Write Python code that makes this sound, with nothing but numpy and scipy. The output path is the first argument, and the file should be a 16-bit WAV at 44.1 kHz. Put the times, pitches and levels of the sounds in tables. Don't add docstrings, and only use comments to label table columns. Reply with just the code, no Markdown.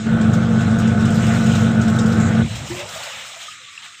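import sys
import numpy as np
from scipy import signal
from scipy.fft import rfft, irfft, next_fast_len
from scipy.io import wavfile
from scipy.ndimage import uniform_filter1d, map_coordinates

SR = 44100
rng = np.random.default_rng(int(sys.argv[2]) if len(sys.argv) > 2 else 0)


def makeup_ratio(level_db):
    decades = np.asarray(level_db, float) / 20
    return 10 ** decades


def digitize_waveform(pressure):
    field = np.atleast_2d(pressure).T
    bounded = np.clip(field, -1, 1)
    quanta = np.round(bounded * 32767).astype(np.int16)
    wavfile.write(sys.argv[1], SR, quanta)


N = 176400
T = np.arange(N) / SR

# f/Hz, level/dB per Hz
ROOM_SPECTRUM = [(15, -61.5), (50, -30), (110, -7), (419, -19), (900, -48), (1980, -120)]
HUM_ORDERS = [(1, -1), (1, 0), (1, 1), (2, -1), (1, 5), (2, 1), (3, -3), (3, -1), (3, 0), (4, -3), (4, 0),
              (5, -4), (5, -3), (6, -5), (2, -3), (2, -2), (3, 1), (4, 2), (6, -4), (6, 0), (7, 0), (14, 4)]
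HUM_LEVELS = [-41.5, -25.5, -23, -24, -25, -19.5, -29.5, -40.5, -39, -42, -48, -46, -52, -41, -33, -34.5,
              -49, -48.5, -43, -48, -46, -48.5]
# f/Hz, level/dB per Hz
CABINET_SPECTRUM = [(30, -35.5), (100, 4), (150, 4.5), (187, 1), (215, 8), (255, -7.5), (430, -15),
                    (800, -100)]
PANEL_PITCHES = [448, 484, 506, 695, 839, 895, 1097, 1191, 1301, 1400, 1488, 1556, 1710]
# width/Hz, level/dB
PANEL_RINGS = [(26, -5.5), (17.3, 0.5), (18.54, -6), (44, -2.5), (18.4, -5.5), (31.7, -8), (16.7, -3),
               (27.778, -5.5), (26.4, 1), (93, -5.5), (38.5, 4.5), (25, -4), (52.4, -7)]
# f/Hz, level/dB per Hz
BUZZ_BED_SPECTRUM = [(150, -5), (260, -5), (689, 1.5), (950, -23.5), (1460, -5.5), (2200, -11), (2860, -65),
                     (4840, -120)]
# t/s, slosh level/dB, spray level/dB
WATER_FLOW = [(0, -39, -43.5), (.15, -40.5, -49.5), (.55, -41, -46.5), (.85, -39.5, -46.5),
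              (.97, -40.5, -45), (1.3, -36.5, -39.5), (1.6, -33.5, -39.5), (1.77, -39, -44.5),
              (1.93, -39, -44.5), (2.22, -38.5, -42), (2.43, -38.5, -45.5), (2.5, -37, -41.5),
              (2.75, -37.5, -40), (3.1, -35, -40.5), (3.48, -40, -43), (3.57, -44, -48.5),
              (3.86, -41.5, -48), (4, -46, -48.5)]
# f/Hz, level/dB per Hz
SLOSH_SPECTRUM = [(900, -64.5), (1090, -9), (1250, -1), (1500, -5), (2600, -2.5), (4000, -3.5), (4450, -14),
                  (6500, -65.5)]
# f/Hz, level/dB per Hz
SPRAY_SPECTRUM = [(3500, -18), (4500, -8), (5200, -2), (6000, -5.5), (7300, -1.5), (8400, -5.5),
                  (9300, -21.5), (10500, -88)]
# f/Hz, level/dB per Hz
MIST_SPECTRUM = [(8300, -45), (9300, -10.5), (9700, -1), (11400, -7.5), (13000, -1), (14000, -7),
                 (15200, 0)]
# t/s, peak level/dB, mist level/dB, ring f/Hz
WALL_SLAPS = [(0.2104, -27.5, -62.5, 2430), (0.3346, -24.5, -48.5, 6830), (0.6074, -28, -55, 2680),
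              (0.7035, -33, -70.5, 3870), (0.7862, -27, -46, 6600), (0.7974, -31.5, -62, 3040),
              (0.8735, -27, -58.5, 2550), (1.0064, -27.5, -60.5, 2570), (1.0524, -25.5, -52, 3010),
              (1.1024, -29, -51, 3220), (1.1548, -27.5, -47, 3990), (1.2655, -24.5, -50.5, 2620),
              (1.4634, -25, -58, 2840), (1.5512, -22.5, -52.5, 3750), (1.8133, -24.5, -59.5, 6570),
              (1.8784, -25, -52, 3580), (1.9874, -18, -51.5, 3760), (2.0592, -26.5, -52.5, 3260),
              (2.1226, -28.5, -52.5, 4100), (2.1997, -26, -57, 7300), (2.5531, -24.5, -54.5, 3150),
              (2.7914, -26, -48.5, 2490), (2.8892, -29, -49, 5560), (2.9475, -28, -56, 3600),
              (3.0324, -23.5, -47, 4330), (3.2576, -46, -52.5, 2960), (3.8484, -47, -69.5, 3120)]
# t/s, peak level/dB
DROPLETS = [(0.308, -52), (0.6679, -53.5), (0.7567, -52.5), (0.9183, -49.5), (1.1463, -39.5),
            (1.4057, -47.5), (1.6172, -44), (1.8294, -45.5), (1.8994, -37), (1.963, -39.5), (2.0812, -43.5),
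            (2.2865, -45), (2.7013, -43)]
# t/s, length/s, level/dB rms, centre f/Hz, width/Hz
WATER_SHEETS = [(0.327, 0.014, -44, 6500, 1500), (0.819, 0.044, -38, 2900, 600),
                (1.069, 0.03, -39.5, 3100, 500), (1.188, 0.11, -36, 2380, 900),
                (1.283, 0.079, -32, 1740, 600), (2.192, 0.089, -40, 7150, 700),
                (2.151, 0.18, -39, 2000, 400), (2.49, .27, -45, 270, 60), (2.7, 0.034, -38.5, 1960, 250),
                (2.744, 0.073, -35.5, 2460, 905), (2.836, 0.23, -43.5, 1390, 200),
                (3.381, 0.093, -40.5, 3320, 700), (3.491, 0.036, -41, 2900, 300),
                (3.699, .17, -55, 1160, 90), (3.628, 0.067, -45.5, 2900, 700), (3.727, .09, -53, 1870, 200),
                (3.781, 0.069, -57.5, 910, 120), (3.825, 0.0094, -42, 3500, 700),
                (3.843, 0.021, -38.5, 2400, 895), (3.938, 0.016, -43, 2480, 800),
                (3.99, 0.022, -50.5, 1900, 495)]
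# t/s, level/dB
COAST_SHAKE = [
    (2.42, -29.5),
    (2.68, -33.5),
    (2.72, -36.5),
    (2.97, -47.5),
    (3.05, -59),
    (3.18, -50.5),
    (3.33, -64),
]
# t/s, level/dB, f/Hz, T60/s
CABINET_THUMPS = [
    (2.421, -18, 70, 0.26),
    (2.505, -16, 113, 0.19),
    (2.547, -26, 68, 0.17),
    (2.58, -20, 105, 0.18),
    (2.63, -29, 76, 0.17),
    (2.713, -26, 126, 0.22),
    (2.845, -33, 95, 0.11),
    (3.626, -50, 120, .15),
]
# t/s, level/dB
DRAIN_FLOW = [
    (2.45, -38),
    (2.69, -38),
    (2.8, -35),
    (2.93, -40.5),
    (2.96, -34.5),
    (3.2, -42.5),
    (3.48, -51),
    (3.52, -65.5),
    (4, -76),
]
# t/s, level/dB, f/Hz, T60/s
AIR_POCKETS = [(2.699, -19, 343, 0.25), (2.753, -25, 353.6, 0.3), (2.785, -25, 579.5, 0.16),
               (2.825, -23, 590, 0.12), (2.955, -19, 625, 0.059), (3.072, -22.5, 640, 0.05),
               (3.36, -32.5, 658, 0.11), (3.43, -42.5, 680, 0.21), (3.481, -26, 1240, 0.08),
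               (3.531, -39.5, 1220, 0.23), (3.659, -45.5, 1150, 0.48), (3.777, -5.5, 2640, 0.012),
               (3.6, -53, 500, 0.24), (3.86, -52.5, 684, 0.25)]

PULL_HZ, SHAFT_HZ = 100.01, 23.34
ON_S, RISE_S = 0.045, 0.026
OFF_S, CUT_S, CUT_T60 = 2.422, 2.482, 0.03
BURST_DB, SLAP_MIST_DB, SLAP_RING_DB, SLAP_S = -10.5, 3, -3, 0.021
GURGLE_HZ, GURGLE_CLIMB_HZ_PER_S = 595, 237


def unit(x):
    return x / np.sqrt(np.mean(x ** 2) + 1e-20)


def along(points, hz):
    f, v = np.transpose(points)
    return makeup_ratio(np.interp(np.log(hz + 1), np.log(f + 1), v))


def curves(rows):
    s, *cols = np.transpose(rows)
    return [np.interp(T, s, c) for c in cols]


def wobble(rate):
    knots = rng.standard_normal(4000)
    coarse_t = T[::16]
    return np.interp(T, coarse_t, map_coordinates(knots, [coarse_t * min(rate, 900)]))


def filtered(x, response):
    m = next_fast_len(N + SR // 2)
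    return irfft(rfft(x, m) * response(np.fft.rfftfreq(m, 1 / SR)), m)[:N]


def rush(spectrum, patchy_db):
    z = signal.stft(rng.standard_normal(N), nperseg=512)[2]
    field = uniform_filter1d(rng.standard_normal(z.shape), size=8, axis=0)
    field = uniform_filter1d(field, size=8, axis=1)
    x = signal.istft(z * makeup_ratio(patchy_db * unit(field)), nperseg=512)[1][:N]
    return unit(filtered(x, lambda hz: along(spectrum, hz)))


def powered(t60, idle_db):
    rise = np.clip((T - ON_S) / RISE_S, 0, 1)
    decay_db = 60 * np.maximum(T - OFF_S, 0) / t60
    cut_db = 60 * np.maximum(T - CUT_S, 0) / CUT_T60
    return makeup_ratio(idle_db * (1 - rise) - decay_db - cut_db)


def bubbles(per_s, hz, spread, cycles, size_db, size):
    rows = rng.random((5000, 3))[:int(per_s * N / SR)]
    at = (rows[:, 0] * N).astype(int)
    pitch = hz[at] * np.exp(spread * (2 * rows[:, 1] - 1))
    turn = pitch[:, None] * np.arange(size) / SR
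    wave = np.sin(2 * np.pi * turn * (1 + 0.11 * turn / cycles))
    wave = wave * np.exp(-3 * turn / cycles) * (1 - np.exp(-turn / 2)) ** 2
    loudness = makeup_ratio(np.minimum(-size_db * np.log(1 - rows[:, 2:]), 12))
    wave = wave * loudness * np.hanning(2 * size)[size:]
    slots = at[:, None] + np.arange(size)
    return unit(np.bincount(slots.ravel(), wave.ravel(), N)[:N])


def room():
    return makeup_ratio(-67 + 1.7 * wobble(12)) * rush(ROOM_SPECTRUM, patchy_db=1.5)


def drumming():
    shake = makeup_ratio(2.1 * wobble(19)) * rush(CABINET_SPECTRUM, patchy_db=-0.5)
    return makeup_ratio(-21.5) * shake * powered(t60=0.38, idle_db=-5.5)


def hum():
    lines = np.zeros(N)
    for (a, b), db in zip(HUM_ORDERS, HUM_LEVELS):
        hz = a * PULL_HZ + b * SHAFT_HZ
        level = makeup_ratio(db + 3 - 0.5 * wobble(8.88))
        lines += level * np.sin(2 * np.pi * (hz * T + rng.random()) + 0.26 * wobble(5.11))
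    lines += makeup_ratio(-45 + 3 + wobble(6)) * np.sin(2 * np.pi * 57 * T + 0.3 * wobble(2))
    return lines * powered(t60=0.22, idle_db=-36)


def panel_response(f):
    total = 0
    for k, (c, (width, db)) in enumerate(zip(PANEL_PITCHES, PANEL_RINGS)):
        total = total + (-1) ** k * makeup_ratio(db) * 1j * f * width / (c * c - f * f + 1j * f * width)
    return total / (1 + 1j * f / 2500) ** 4


def loose_panels():
    sway = 0.51 * np.sin(2 * np.pi * SHAFT_HZ * T)
    gate = (0.5 + 0.5 * np.cos(2 * np.pi * PULL_HZ * T + sway)) ** 0.98
    gate = gate * (1 + 0.24 * np.cos(2 * np.pi * (PULL_HZ - SHAFT_HZ) * T))
    knocks = gate * makeup_ratio(-1.5 * wobble(80)) * rng.standard_normal(N)
    drift = np.cumsum(rng.standard_normal((len(PANEL_RINGS), N)), axis=1) * np.sqrt(np.pi / SR)
    singing = np.zeros(N)
    for c, (width, db), d in zip(PANEL_PITCHES, PANEL_RINGS, drift):
        level = makeup_ratio(db) * np.sqrt(width) / (1 + (c / 2500) ** 2) ** 2
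        singing += level * np.sin(2 * np.pi * c * T + np.sqrt(width) * d)
    buzz = unit(filtered(knocks, panel_response))
    buzz = buzz + makeup_ratio(2) * unit(singing * (gate + 0.19))
    buzz = buzz + makeup_ratio(-1.5) * rush(BUZZ_BED_SPECTRUM, patchy_db=2.0)
    looser_db = 0.63 * (T - 1)
    return makeup_ratio(-33 + looser_db) * buzz * powered(t60=0.05, idle_db=-11.5)


def slosh(slosh_db, churn_db, burst):
    fizz = bubbles(990, np.full(N, 2500.), spread=0.445, cycles=21.3, size_db=2.0, size=400)
    body = rush(SLOSH_SPECTRUM, patchy_db=2.07) + makeup_ratio(-9) * fizz
    level = makeup_ratio(slosh_db + 0.75 * churn_db + 0.68 * wobble(17))
    return level * body + makeup_ratio(-4.5) * burst * rush(SLOSH_SPECTRUM, patchy_db=6.0)


def spray(spray_db, churn_db, burst):
    fine = bubbles(700, np.full(N, 6800.), spread=0.17, cycles=45, size_db=0.0, size=250)
    body = rush(SPRAY_SPECTRUM, patchy_db=2.0) + makeup_ratio(-6.0) * fine
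    return makeup_ratio(spray_db + churn_db) * body + burst * rush(SPRAY_SPECTRUM, patchy_db=1.0)


def mist(spray_db, churn_db, puff):
    mean_db = spray_db.mean()
    mist_db = mean_db + 2.35 * (spray_db - mean_db + churn_db)
    level = makeup_ratio(-18.5 + mist_db + 2.5 * (T - 1.5))
    return (level + puff) * rush(MIST_SPECTRUM, patchy_db=1.2)


def slaps():
    burst, puff, ring = np.zeros((3, N))
    jitter = wobble(500)
    for s, db, fine_db, hz in WALL_SLAPS:
        u = np.maximum(T - s, 0)
        shape = (1 - np.exp(-u / 0.0012)) * np.exp(-u / SLAP_S)
        burst += makeup_ratio(db + BURST_DB) * shape
        puff += makeup_ratio(fine_db + SLAP_MIST_DB) * shape * np.exp(-u / 0.045)
        ring_shape = np.exp(-u / 0.0057) * (1 - np.exp(-u / 0.00085))
        ring += makeup_ratio(db + SLAP_RING_DB) * np.sin(2 * np.pi * hz * u + jitter) * ring_shape
    return burst, puff, ring


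def tub():
    slosh_db, spray_db = curves(WATER_FLOW)
    churn_db = 0.36 * wobble(15) + 0.91 * wobble(28.04)
    burst, puff, ring = slaps()
    water = slosh(slosh_db, churn_db, burst) + spray(spray_db, churn_db, burst)
    return water + mist(spray_db, churn_db, puff) + ring


def flicks():
    shape = np.zeros(N)
    for s, db in DROPLETS:
        shape += makeup_ratio(db - 4.5) * (T > s) * np.exp(-np.maximum(T - s, 0) / 0.006)
    return shape * (rush(MIST_SPECTRUM, patchy_db=0.5) + makeup_ratio(6.5) * rush(SPRAY_SPECTRUM, patchy_db=2.5))


def sheets():
    out = np.zeros(N)
    size = 16384
    f = np.fft.rfftfreq(size, 1 / SR)
    for s, length, db, hz, width_hz in WATER_SHEETS:
        a, n = int(s * SR), int(length * SR * 1.3) + 64
        u = np.arange(n) / SR / length
        shape = np.clip(np.minimum(u, 1.3 - u) / 0.27, 0, 1)
        bell = np.exp(-0.5 * ((f - hz) / width_hz) ** 2)
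        band = irfft(rfft(rng.standard_normal(size)) * bell)
        out[a:a + n] += (makeup_ratio(db) * shape * unit(band)[:n])[:N - a]
    return out


def settling():
    out = np.zeros(N)
    for s, db, hz, t60 in CABINET_THUMPS:
        u = np.maximum(T - s, 0)
        out += makeup_ratio(db - 60 * u / t60) * (1 - np.exp(-u / 0.006)) * np.sin(2 * np.pi * hz * u)
    return out


def coasting():
    low = filtered(rush(CABINET_SPECTRUM, patchy_db=0.5), lambda hz: 1 / (1 + (hz / 130) ** 2))
    level_db = curves(COAST_SHAKE)[0] + 2.3 * wobble(25.02) - 11 * np.maximum(T - 3.33, 0)
    return makeup_ratio(level_db) * unit(low) * np.clip((T - OFF_S) / 0.022, 0, 1)


def drain():
    level_db, = curves(DRAIN_FLOW)
    pitch = GURGLE_HZ + GURGLE_CLIMB_HZ_PER_S * np.maximum(T - OFF_S, 0)
    gurgle = bubbles(700, pitch, spread=0.478, cycles=11.8, size_db=1.0, size=900)
    gurgle = unit(filtered(gurgle, lambda hz: 1 / (1 + (400 / (hz + 1)) ** 6)))
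    gurgle = gurgle * makeup_ratio(level_db - 2.5) * np.clip((T - OFF_S) / 0.047, 0, 1)
    for s, db, hz, t60 in AIR_POCKETS:
        u = np.maximum(T - s, 0)
        shape = makeup_ratio(db - 60 * u / t60 + 1.5 * wobble(64)) * (1 - np.exp(-u / 0.0058))
        rising = hz * u * (1 + 0.0546 * u / t60)
        gurgle = gurgle + shape * np.sin(2 * np.pi * rising + 0.58 * wobble(50))
    return gurgle


def scene():
    machine = drumming() + hum() + loose_panels() + settling() + coasting()
    water = tub() + flicks() + sheets() + drain()
    return (room() + machine + water)[None]


def roll_off(x):
    return signal.sosfilt(signal.butter(12, 15670, fs=SR, output="sos"), x)


def record(dry):
    bias = 0.004 * np.clip(4 * (2.15 - T), 0, 1)
    mix = filtered(dry[0] + bias, lambda hz: hz < 15500)[None]
    return roll_off(mix)


dry = scene()
out = record(dry)
digitize_waveform(out)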